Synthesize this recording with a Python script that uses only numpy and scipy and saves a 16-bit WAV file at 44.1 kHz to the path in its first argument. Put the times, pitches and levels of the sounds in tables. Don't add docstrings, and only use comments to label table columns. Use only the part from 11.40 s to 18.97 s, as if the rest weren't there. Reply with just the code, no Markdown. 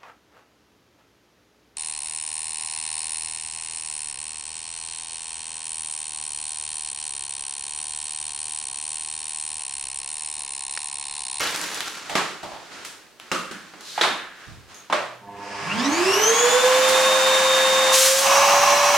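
import sys
import numpy as np
from scipy import signal
from scipy.fft import rfft, irfft, next_fast_len
from scipy.io import wavfile
from scipy.ndimage import uniform_filter1d

SR = 44100
rng = np.random.default_rng(int(sys.argv[2]) if len(sys.argv) > 2 else 0)


def generate_wav(signal):
    frames = np.transpose(np.atleast_2d(signal))
    scaled = np.clip(frames, -1, 1) * 32767
    pcm = np.round(scaled).astype(np.int16)
    wavfile.write(sys.argv[1], SR, pcm)


N = 333837
TIME = np.arange(N) / SR

SWITCH_S, START_S = 3.52, 3.78
COVER_S, SEAL_S = 6.54, 6.79
FREE_SPEED_HZ = 524.7
ROOM_T60_S = 0.54


def from_db(db):
    return 10 ** (np.asarray(db) / 20)


def rms_one(x):
    return x / np.sqrt(np.mean(x ** 2) + 1e-20)


def at_hz(points, hz):
    known_hz, values = np.transpose(points)
    return np.interp(np.log(hz + 1), np.log(known_hz), values)


def bins_hz(x):
    return np.fft.rfftfreq(x.shape[-1], 1 / SR)


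def drift(rate_hz):
    control_hz = 400
    white = rng.standard_normal(int(TIME[-1] * control_hz) + 800)
    pole = np.exp(-2 * np.pi * rate_hz / control_hz)
    slow = signal.lfilter([1], [1, -2 * pole, pole * pole], white)[700:]
    return np.interp(TIME * control_hz, np.arange(len(slow)), rms_one(slow))


def ease(start_s, time_s):
    return 1 - np.exp(-(np.maximum(TIME - start_s, 0) / time_s) ** 2)


def stroke(start_s, rise_s, hold_s, db, fade_s):
    t = TIME - start_s
    attack = np.clip(t / max(rise_s, 0.001), 0, 1)
    return from_db(db) * attack * np.exp(-np.maximum(t - rise_s - hold_s, 0) / fade_s)


def strokes(rows, fade_s):
    return np.sqrt(sum(stroke(*row, fade_s) ** 2 for row in rows))


def colour(x, spectrum, modes=()):
    size = next_fast_len(x.shape[-1], True)
    hz = np.fft.rfftfreq(size, 1 / SR)
    peaks = 1 + sum(from_db(db) / (1 + 2j * (hz - centre) / width) for centre, width, db in modes)
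    shaped = rfft(x, size) * from_db(at_hz(spectrum, hz)) * peaks
    return rms_one(irfft(shaped, size)[..., :x.shape[-1]])


def swell(hz, modes):
    return 1 + sum(from_db(db) / (1 + (2 * (hz - centre) / width) ** 2) for centre, width, db in modes)


def diffuse(size=N, side_db=0):
    # frequency in Hz, side over mid in dB.
    width = [(30, 6), (70, 6), (150, -5.5), (1000, -8.5), (2000, -8.5), (4000, -5.5), (8000, -3),
             (14000, 1.5)]
    white = rng.standard_normal((2, next_fast_len(size, True)))
    side = irfft(rfft(white[1]) * from_db(at_hz(width, bins_hz(white)) + side_db), white.shape[-1])
    return (white[0] + side * [[1], [-1]])[:, :size]


def room(x, wet_db):
    t = TIME[:SR * 3 // 4]
    tail = diffuse(len(t)) * from_db(-60 * t / ROOM_T60_S) * np.clip(t / 0.0052, 0, 1)
    tail /= np.sqrt(np.sum(tail ** 2) / 2)
    return x + from_db(wet_db) * signal.fftconvolve(np.atleast_2d(x), tail, axes=1)[:, :N]


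def blow(force, wet_db, spectrum, modes=()):
    pole = from_db(-120 / (ROOM_T60_S * SR))
    room_energy = signal.lfilter([1 - pole], [1, -pole], force ** 2 + 1e-18)
    direct = force * diffuse(len(force), side_db=-4.5)
    burst = direct + from_db(wet_db) * np.sqrt(room_energy) * diffuse(len(force))
    return burst.std() * colour(burst, spectrum, modes)


def tone(phase, wet_db):
    echo_s, echo_db = 0.0286, -6
    echo = from_db(echo_db) * np.sin(np.interp(TIME - echo_s, TIME, phase))
    heard = room(np.sin(phase) + echo, wet_db)
    return heard / np.sqrt(uniform_filter1d(np.mean(heard ** 2, axis=0), size=SR // 6) + 1e-9)


def crackle(per_s, spread_db):
    sizes = from_db(spread_db * np.minimum(rng.exponential(1, N), 4)) * rng.choice([-1, 1], N)
    return rms_one(sizes * (rng.random(N) < per_s / SR))


def bag():
    # start, rise and hold in seconds, rustle and fine crackle in dB.
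    pushes = [(0.0, 0.0017, 0.017, -22, -26), (0.11, .03, 0.17, -33.5, -35.5),
              (0.326, 0.037, 0.12, -34, -41), (0.52, .04, 0.043, -41.5, -62), (5.047, 0.018, .01, -36, -30),
              (5.468, 0.023, 0.014, -23.5, -21)]
    # start, rise and hold in seconds, level in dB.
    slides = [(0.6, .06, 0.24, -39), (0.98, 0.13, 0.25, -45), (1.3, 0.022, .11, -41),
              (1.79, .02, 0.49, -48), (2.33, 0.084, 0.22, -46.5), (2.88, .13, 0.095, -47),
              (3.27, 0.037, 0.045, -46)]
    # frequency in Hz, gain in dB.
    slide_colour = [(25, -32), (60, -12), (150, -6.5), (340, 0.5), (600, -1.5), (1450, 3.5), (2200, -1),
                    (4000, -3.5), (7000, -9), (11000, -21.5), (16000, -43)]
    rustle_colour = [(50, -40), (170, -3.5), (300, -0.5), (600, -3), (1300, 3.5), (2000, 1.5),
                     (4500, -2.5), (7000, -5.5), (16000, -37)]
    fizz_colour = [(1000, -30), (4000, -2), (6500, -2), (10000, -1), (16000, -17)]
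    rustle = strokes([(*timing, db) for *timing, db, _ in pushes], fade_s=0.11)
    fizz = strokes([(*timing, db - 6.5) for *timing, _, db in pushes], fade_s=0.11)
    grains = crackle(per_s=4000, spread_db=3.5)
    film = rustle * colour(room(grains, wet_db=3), rustle_colour)
    fine_grains = crackle(per_s=1200, spread_db=4.5) + 1.4 * crackle(per_s=80, spread_db=3)
    film += fizz * colour(room(fine_grains, wet_db=-1), fizz_colour)
    sleeves = strokes(slides, fade_s=0.15) * colour(diffuse(), slide_colour)
    clumps = from_db(1.8 * drift(50))
    film_limit = 0.2
    return film_limit * np.tanh(clumps * film / film_limit) + sleeves


def snaps():
    # start in seconds, level in dB, ring in Hz.
    creases = [(0.0074, -14.5, 1490), (0.045, -25, 7000), (0.0729, -15.5, 3450), (0.161, -19, 8200),
               (0.2146, -19.5, 7000), (0.3452, -20.5, 8000), (0.4063, -16.5, 3500), (0.481, -25, 7000),
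               (0.5744, -36, 6800), (0.697, -26, 3000), (1.7995, -32, 2700), (2.4088, -32.5, 7000),
               (3.345, -38, 6500)]
    film_colour = [(300, -6), (1300, 3.5), (3700, 0.5), (7000, -5.5), (11000, -5.5), (16000, -22)]
    shivers, pulses, t = np.zeros((2, N)), np.zeros(N), TIME[:SR // 2]
    for start_s, db, ring_hz in creases:
        onset = int(start_s * SR)
        force = from_db(db) * (np.exp(-t / 0.00058) + 0.11 * np.exp(-t / 0.0025))
        ring = (ring_hz, 0.56 * ring_hz, 7)
        shivers[:, onset:onset + len(t)] += blow(force, wet_db=2.5, spectrum=film_colour, modes=[ring])
        pulses[onset] += from_db(db + 7)
    ticks = signal.sosfilt(signal.butter(1, [2500, 9000], "band", fs=SR, output="sos"), pulses + 1e-18)
    return room(ticks, wet_db=0) + shivers


def knocks():
    # start in seconds, clatter, crack and thump in dB, brightness in dB per octave,
    # ring in Hz, ring gain in dB.
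    contacts = [(0.694, -26, -46, -10, 1.5, 756, 7), (0.752, -14.5, -13, 1.5, 0.1, 151, 0),
                (0.773, -18, -23, -33, -2, 1100, -23), (1.029, -30.5, -36, 12, 2.5, 765, 20),
                (1.447, -30.5, -44, -11, 5, 1600, -8), (1.9147, -18.5, -14, 8, 1.5, 1250, 5),
                (1.946, -22.5, -39, -2, 1, 1280, 12), (2.1102, -30, -27, 15, 2.5, 1500, 6),
                (2.335, -39, -42, 1, -2, 759, -4), (2.576, -19, -36, -20, -3.5, 810, 7),
                (2.61, -11, -19, -12.5, -1, 3730, 8.5), (2.634, -15.5, -28.5, -30, -3.5, 10800, 5),
                (2.674, -25, -29.5, -1, -4, 1180, -5), (3.498, -23, -44, -3.5, -2.5, 955, 12),
                (3.524, -12, -22, -18.5, -3.5, 603, 4)]
    # frequency in Hz, gain in dB.
    knock_colour = [(35, -40), (100, -25), (150, -5.5), (220, -1), (600, -0.5), (1270, 2), (3000, -3),
                    (8700, -14.5), (11000, -24), (16000, -37)]
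    # centre and width in Hz, gain in dB.
    plastic_modes = [(186, 34, 1.5), (355, 49, 0), (680, 74, -15), (1110, 180, -12), (4170, 600, -25),
                     (10900, 1100, -16)]
    thump_below_hz, bright_above_hz, clatter_s, crack_s = 416, 490, 0.0059, 0.00053
    out, t = np.zeros((2, N)), TIME[:SR * 3 // 4]
    hz = np.geomspace(35, 16000, num=30)
    bass = 1 / (1 + (hz / thump_below_hz) ** 4)
    octaves = np.maximum(np.log2(hz / bright_above_hz), 0)
    for start_s, clatter_db, crack_db, thump_db, db_per_octave, ring_hz, ring_db in contacts:
        gain_db = at_hz(knock_colour, hz) + thump_db * bass + db_per_octave * octaves
        clatter = from_db(clatter_db) * np.exp(-t / clatter_s)
        crack = from_db(crack_db) * np.exp(-t / crack_s)
        force = (clatter + crack) * (1 - np.exp(-t / 0.001))
        modes = plastic_modes + [(ring_hz, 0.11 * ring_hz, ring_db)]
        knock = blow(force, wet_db=4.5, spectrum=np.transpose([hz, gain_db]), modes=modes)
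        out[:, int((start_s + 0.001) * SR):][:, :len(t)] += knock
    return out


def cap():
    # start, rise and hold in seconds, level in dB.
    turns = [(0.695, 0.0034, 0.04, -35), (1.028, .006, 0.017, -37), (1.095, 0.018, 0.05, -39.5)]
    # frequency in Hz, gain in dB.
    cap_colour = [(200, -20), (480, -15), (620, -5), (850, -5), (1100, -10), (1500, -23), (4000, -21),
                  (12000, -50)]
    return strokes(turns, fade_s=0.066) * from_db(1.6 * drift(50)) * colour(diffuse(), cap_colour)


def wand():
    # start in seconds, relative level in dB.
    hits = [(1.916, -14.5), (1.946, -23), (2.113, -38)]
    # frequency in Hz, gain in dB, T60 in seconds.
    tube_modes = [(526, -6.5, 0.062), (1146, -4, 0.14), (1150, -8, 0.18), (1243, -8.5, 0.18),
                  (1425, -9.5, 0.16), (2740, -2, 0.04)]
    out, t = np.zeros(N), TIME[:SR // 5]
    for start_s, hit_db in hits:
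        for hz, mode_db, t60_s in tube_modes:
            ring = from_db(hit_db + mode_db - 60 * t / t60_s) * np.sin(2 * np.pi * hz * t)
            out[int(start_s * SR):][:len(t)] += ring * rng.choice([-1, 1])
    return from_db(-5) * room(out, wet_db=1.5)


def hose():
    # start, rise and hold in seconds, level in dB.
    scrapes = [(1.97, 0.11, .09, -46.5), (2.55, 0.016, 0.28, -40), (2.92, 0.071, 0.018, -47)]
    # frequency in Hz, gain in dB.
    scrape_colour = [(400, -20), (1000, -16), (1350, -3), (1700, 1), (2100, -6), (3000, -11), (8000, -48)]
    swish_colour = [(1000, -30), (2600, -8), (3900, 1.5), (5500, -4), (8000, -9), (12000, -18),
                    (16000, -32)]
    swish_gain = stroke(2.41, rise_s=0.077, hold_s=0.14, db=-38.5, fade_s=0.045)
    swish = swish_gain * colour(diffuse(), swish_colour)
    scrape_gain = strokes(scrapes, fade_s=0.093) * from_db(1.5 * drift(25))
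    return swish + scrape_gain * colour(diffuse(), scrape_colour)


def knee():
    # frequency in Hz, gain in dB.
    thud_colour = [(25, -13), (45, -12), (75, -1), (115, 2), (200, -8), (300, -11), (600, -42), (2000, -70)]
    gain = stroke(3.068, rise_s=0.01, hold_s=0.03, db=-42, fade_s=0.1)
    return gain * colour(diffuse(side_db=-2), thud_colour)


def grip():
    # frequency in Hz, gain in dB.
    squeak_colour = [(4000, -37), (6200, -7), (6650, 6), (7100, -25), (10000, -16), (16000, -30)]
    gain = stroke(3.342, rise_s=0.0066, hold_s=0.044, db=-48, fade_s=0.04)
    return gain * colour(diffuse(), squeak_colour)


def buzz():
    # frequency in Hz, relative level in dB.
    partials = [(100.4, -57), (200.8, -53), (301.3, -52), (402.5, -48), (503, -51.5), (704, -46.5),
                (904, -42), (1005, -50.5), (1105, -54), (1707, -59)]
    windings = sum(from_db(db + 3.4 * drift(35)) * np.sin(2 * np.pi * (hz * TIME + rng.random()))
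                   for hz, db in partials)
    chopping = ease(START_S, 0.079) * from_db(-1 + 4.2 * ease(4.18, 0.42) - 9.5 * ease(4.8, 0.17))
    hum_gain = stroke(SWITCH_S, rise_s=0.1, hold_s=0.33, db=-59.5, fade_s=0.15)
    return np.sqrt(2) * (chopping * windings + hum_gain * np.sin(2 * np.pi * 123.8 * TIME))


def choked():
    return ease(COVER_S, 0.017) * (1 - ease(SEAL_S, 0.052))


def exhaust(speed_hz):
    # frequency in Hz, gain in dB.
    rush_colour = [(30, -46), (90, -28), (200, -11.5), (350, -8), (450, -7.5), (800, 2.5), (1100, 4.5),
                   (1400, 0.5), (2700, -2), (3500, -10), (5000, -15.5), (9000, -19), (16000, -66)]
    hiss_colour = [(1000, -24), (3000, 2.5), (5000, 0), (6800, 1.5), (9000, -6.5), (12000, -12),
                   (16000, -22)]
    # centre and width in Hz, gain in dB.
    casing_modes = [(382, 17, -21), (619, 5.4, 7.5), (1089, 13, 4.5), (1490, 4, -38), (1686, 11, 8.5),
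                    (2300, 14, -15), (2620, 110, -29)]
    pace, covered = np.minimum(speed_hz / FREE_SPEED_HZ, 1), ease(COVER_S, 0.026)
    rush = from_db(-21.5 - 3.5 * covered) * pace ** 0.98 * colour(diffuse(), rush_colour, casing_modes)
    hiss = from_db(-25 - 2 * covered) * pace ** 2.46 * colour(diffuse(), hiss_colour)
    return (rush + hiss) * from_db(0.42 * drift(20) - 3.3 * choked())


def fan(speed_hz, shaft_rad):
    # centre and width in Hz, gain in dB.
    duct_modes = [(2760, 270, -0.5), (6420, 800, 14.5)]
    # frequency in Hz, level in dB.
    outlet = [(2500, -60), (4500, -19), (6800, -28), (8500, -50), (10000, -51), (11000, -46), (12300, -37),
              (13500, -53), (14700, -51)]
    blades, bite_s, settle_s, lock_s = 7, 4.16, 5.08, 5.5
    blade_hz, covered = blades * speed_hz, ease(COVER_S, 0.074)
    unsteady = np.interp(TIME, [4.5, 5.0, 5.6], [1, 0.4, 0.06])
    jitter_hz = 5.5 * unsteady * drift(80)
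    blade_rad = blades * (shaft_rad + 2 * np.pi * np.cumsum(jitter_hz) / SR)
    blade_db = -31.5 + 5.5 * ease(lock_s, 0.082) - 13 * covered
    blade_gain = from_db(blade_db) * (speed_hz / FREE_SPEED_HZ) ** 1.27 * swell(blade_hz, duct_modes)
    octave_db = -37.5 - 9 * ease(settle_s, 0.15)
    octave_gain = from_db(octave_db) * ease(bite_s, 0.12) * swell(2 * blade_hz, duct_modes)
    whine = blade_gain * tone(blade_rad, wet_db=-4.5) + octave_gain * tone(2 * blade_rad, wet_db=-0.5)
    for order in (3, 4):
        gain = from_db(at_hz(outlet, order * blade_hz) - 10 * covered) * ease(4.3, 0.23)
        whine += gain * tone(order * blade_rad, wet_db=1)
    patches = from_db((1 + 2 * unsteady) * drift(15))
    return patches * whine


def brushes(speed_hz):
    # frequency in Hz, gain in dB.
    spark_colour = [(1000, -20), (1800, 14), (3600, -2), (5000, 14), (7500, -1), (10000, -26), (16000, -44)]
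    load = np.sqrt(np.maximum(1 - speed_hz / FREE_SPEED_HZ, 0))
    return from_db(-39.5) * ease(3.907, 0.2) * load * colour(diffuse(), spark_colour)


def rotor(speed_hz, shaft_rad):
    radiates_above_hz, mode_hz, width_hz, mode_db = 250, 508, 15.3, 1
    radiated = 1 - np.exp(-(speed_hz / radiates_above_hz) ** 5)
    gain = from_db(-23 - choked()) * radiated * swell(speed_hz, [(mode_hz, width_hz, mode_db)])
    fundamental = tone(shaft_rad, wet_db=-1.5)
    overtones = tone(2 * shaft_rad, wet_db=8) + tone(3 * shaft_rad, wet_db=-22)
    return gain * (fundamental + from_db(-16.5) * overtones)


def gap_jet():
    # start, rise and hold in seconds, level in dB.
    jets = [(6.516, .025, 0.13, -16), (6.76, 0.014, 0.024, -21.5)]
    # frequency in Hz, gain in dB.
    jet_colour = [(300, -33), (1200, -6.5), (2300, -5), (3700, -2.5), (4600, -3), (6500, -0.5),
                  (9000, -5.5), (12000, -10.5), (16000, -20)]
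    gain = strokes(jets, fade_s=0.13) * from_db(0.56 * drift(40))
    return gain * colour(diffuse(side_db=-6), jet_colour)


def valve():
    # frequency in Hz, gain in dB.
    roar_colour = [(30, -60), (110, -22.5), (350, -28), (600, -11), (850, -2.5), (1150, -1.5), (1450, -10),
                   (2000, -14.5), (2700, -10.5), (3600, -21), (5900, -15.5), (7200, -24), (12000, -29),
                   (16000, -34)]
    # centre and width in Hz, gain in dB.
    valve_modes = [(700, 15, 0), (814, 12, 3), (896, 17, 1.5), (1072, 12, 8), (1164, 36, -2.5),
                   (2233, 33, 7.5), (2547, 9.3, 8.5), (2755, 21, 6), (5670, 200, 3), (6000, 160, 6.5),
                   (6550, 21, 15)]
    sag_db_per_s = 3
    roar_db = -16.5 - sag_db_per_s * np.maximum(TIME - SEAL_S, 0) + 0.98 * drift(21)
    return from_db(roar_db) * ease(SEAL_S, 0.059) * colour(diffuse(side_db=-5), roar_colour, valve_modes)


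def scene():
    # frequency in Hz, gain in dB.
    room_colour = [(25, -12), (60, -11), (150, -1), (380, 2), (1200, -4), (4000, -8), (16000, -21)]
    handling = bag() + snaps() + cap() + hose() + grip() + knocks() + wand() + knee()
    spin_up_s, relief_s, relief_hz = 0.78, 0.45, 52
    speed_hz = FREE_SPEED_HZ * ease(START_S, spin_up_s) + relief_hz * ease(COVER_S, relief_s)
    shaft_rad = 2 * np.pi * np.cumsum(speed_hz * (1 + 0.0003 * drift(12))) / SR
    motor = rotor(speed_hz, shaft_rad) + fan(speed_hz, shaft_rad) + brushes(speed_hz) + buzz()
    air = exhaust(speed_hz) + gap_jet() + valve()
    return handling + motor + air + from_db(-55.5) * colour(diffuse(), room_colour)


def record(dry):
    # frequency in Hz, left over right in dB.
    balance = [(60, -3), (130, -3.5), (500, -3.5), (1000, -1.2), (4000, -0.8), (8000, 0.3), (13000, 2.5)]
    cutoff_hz = 16000
    padded = np.pad(dry, ((0, 0), (0, next_fast_len(N + SR // 10, True) - N)))
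    hz = bins_hz(padded)
    lean = from_db(at_hz(balance, hz) * [[0.5], [-0.5]])
    lowpass = np.clip((cutoff_hz - hz) / 150 + 0.5, 0, 1)
    return irfft(rfft(padded) * lean * lowpass, padded.shape[-1])[:, :N]


dry = scene()
out = record(dry)
generate_wav(out)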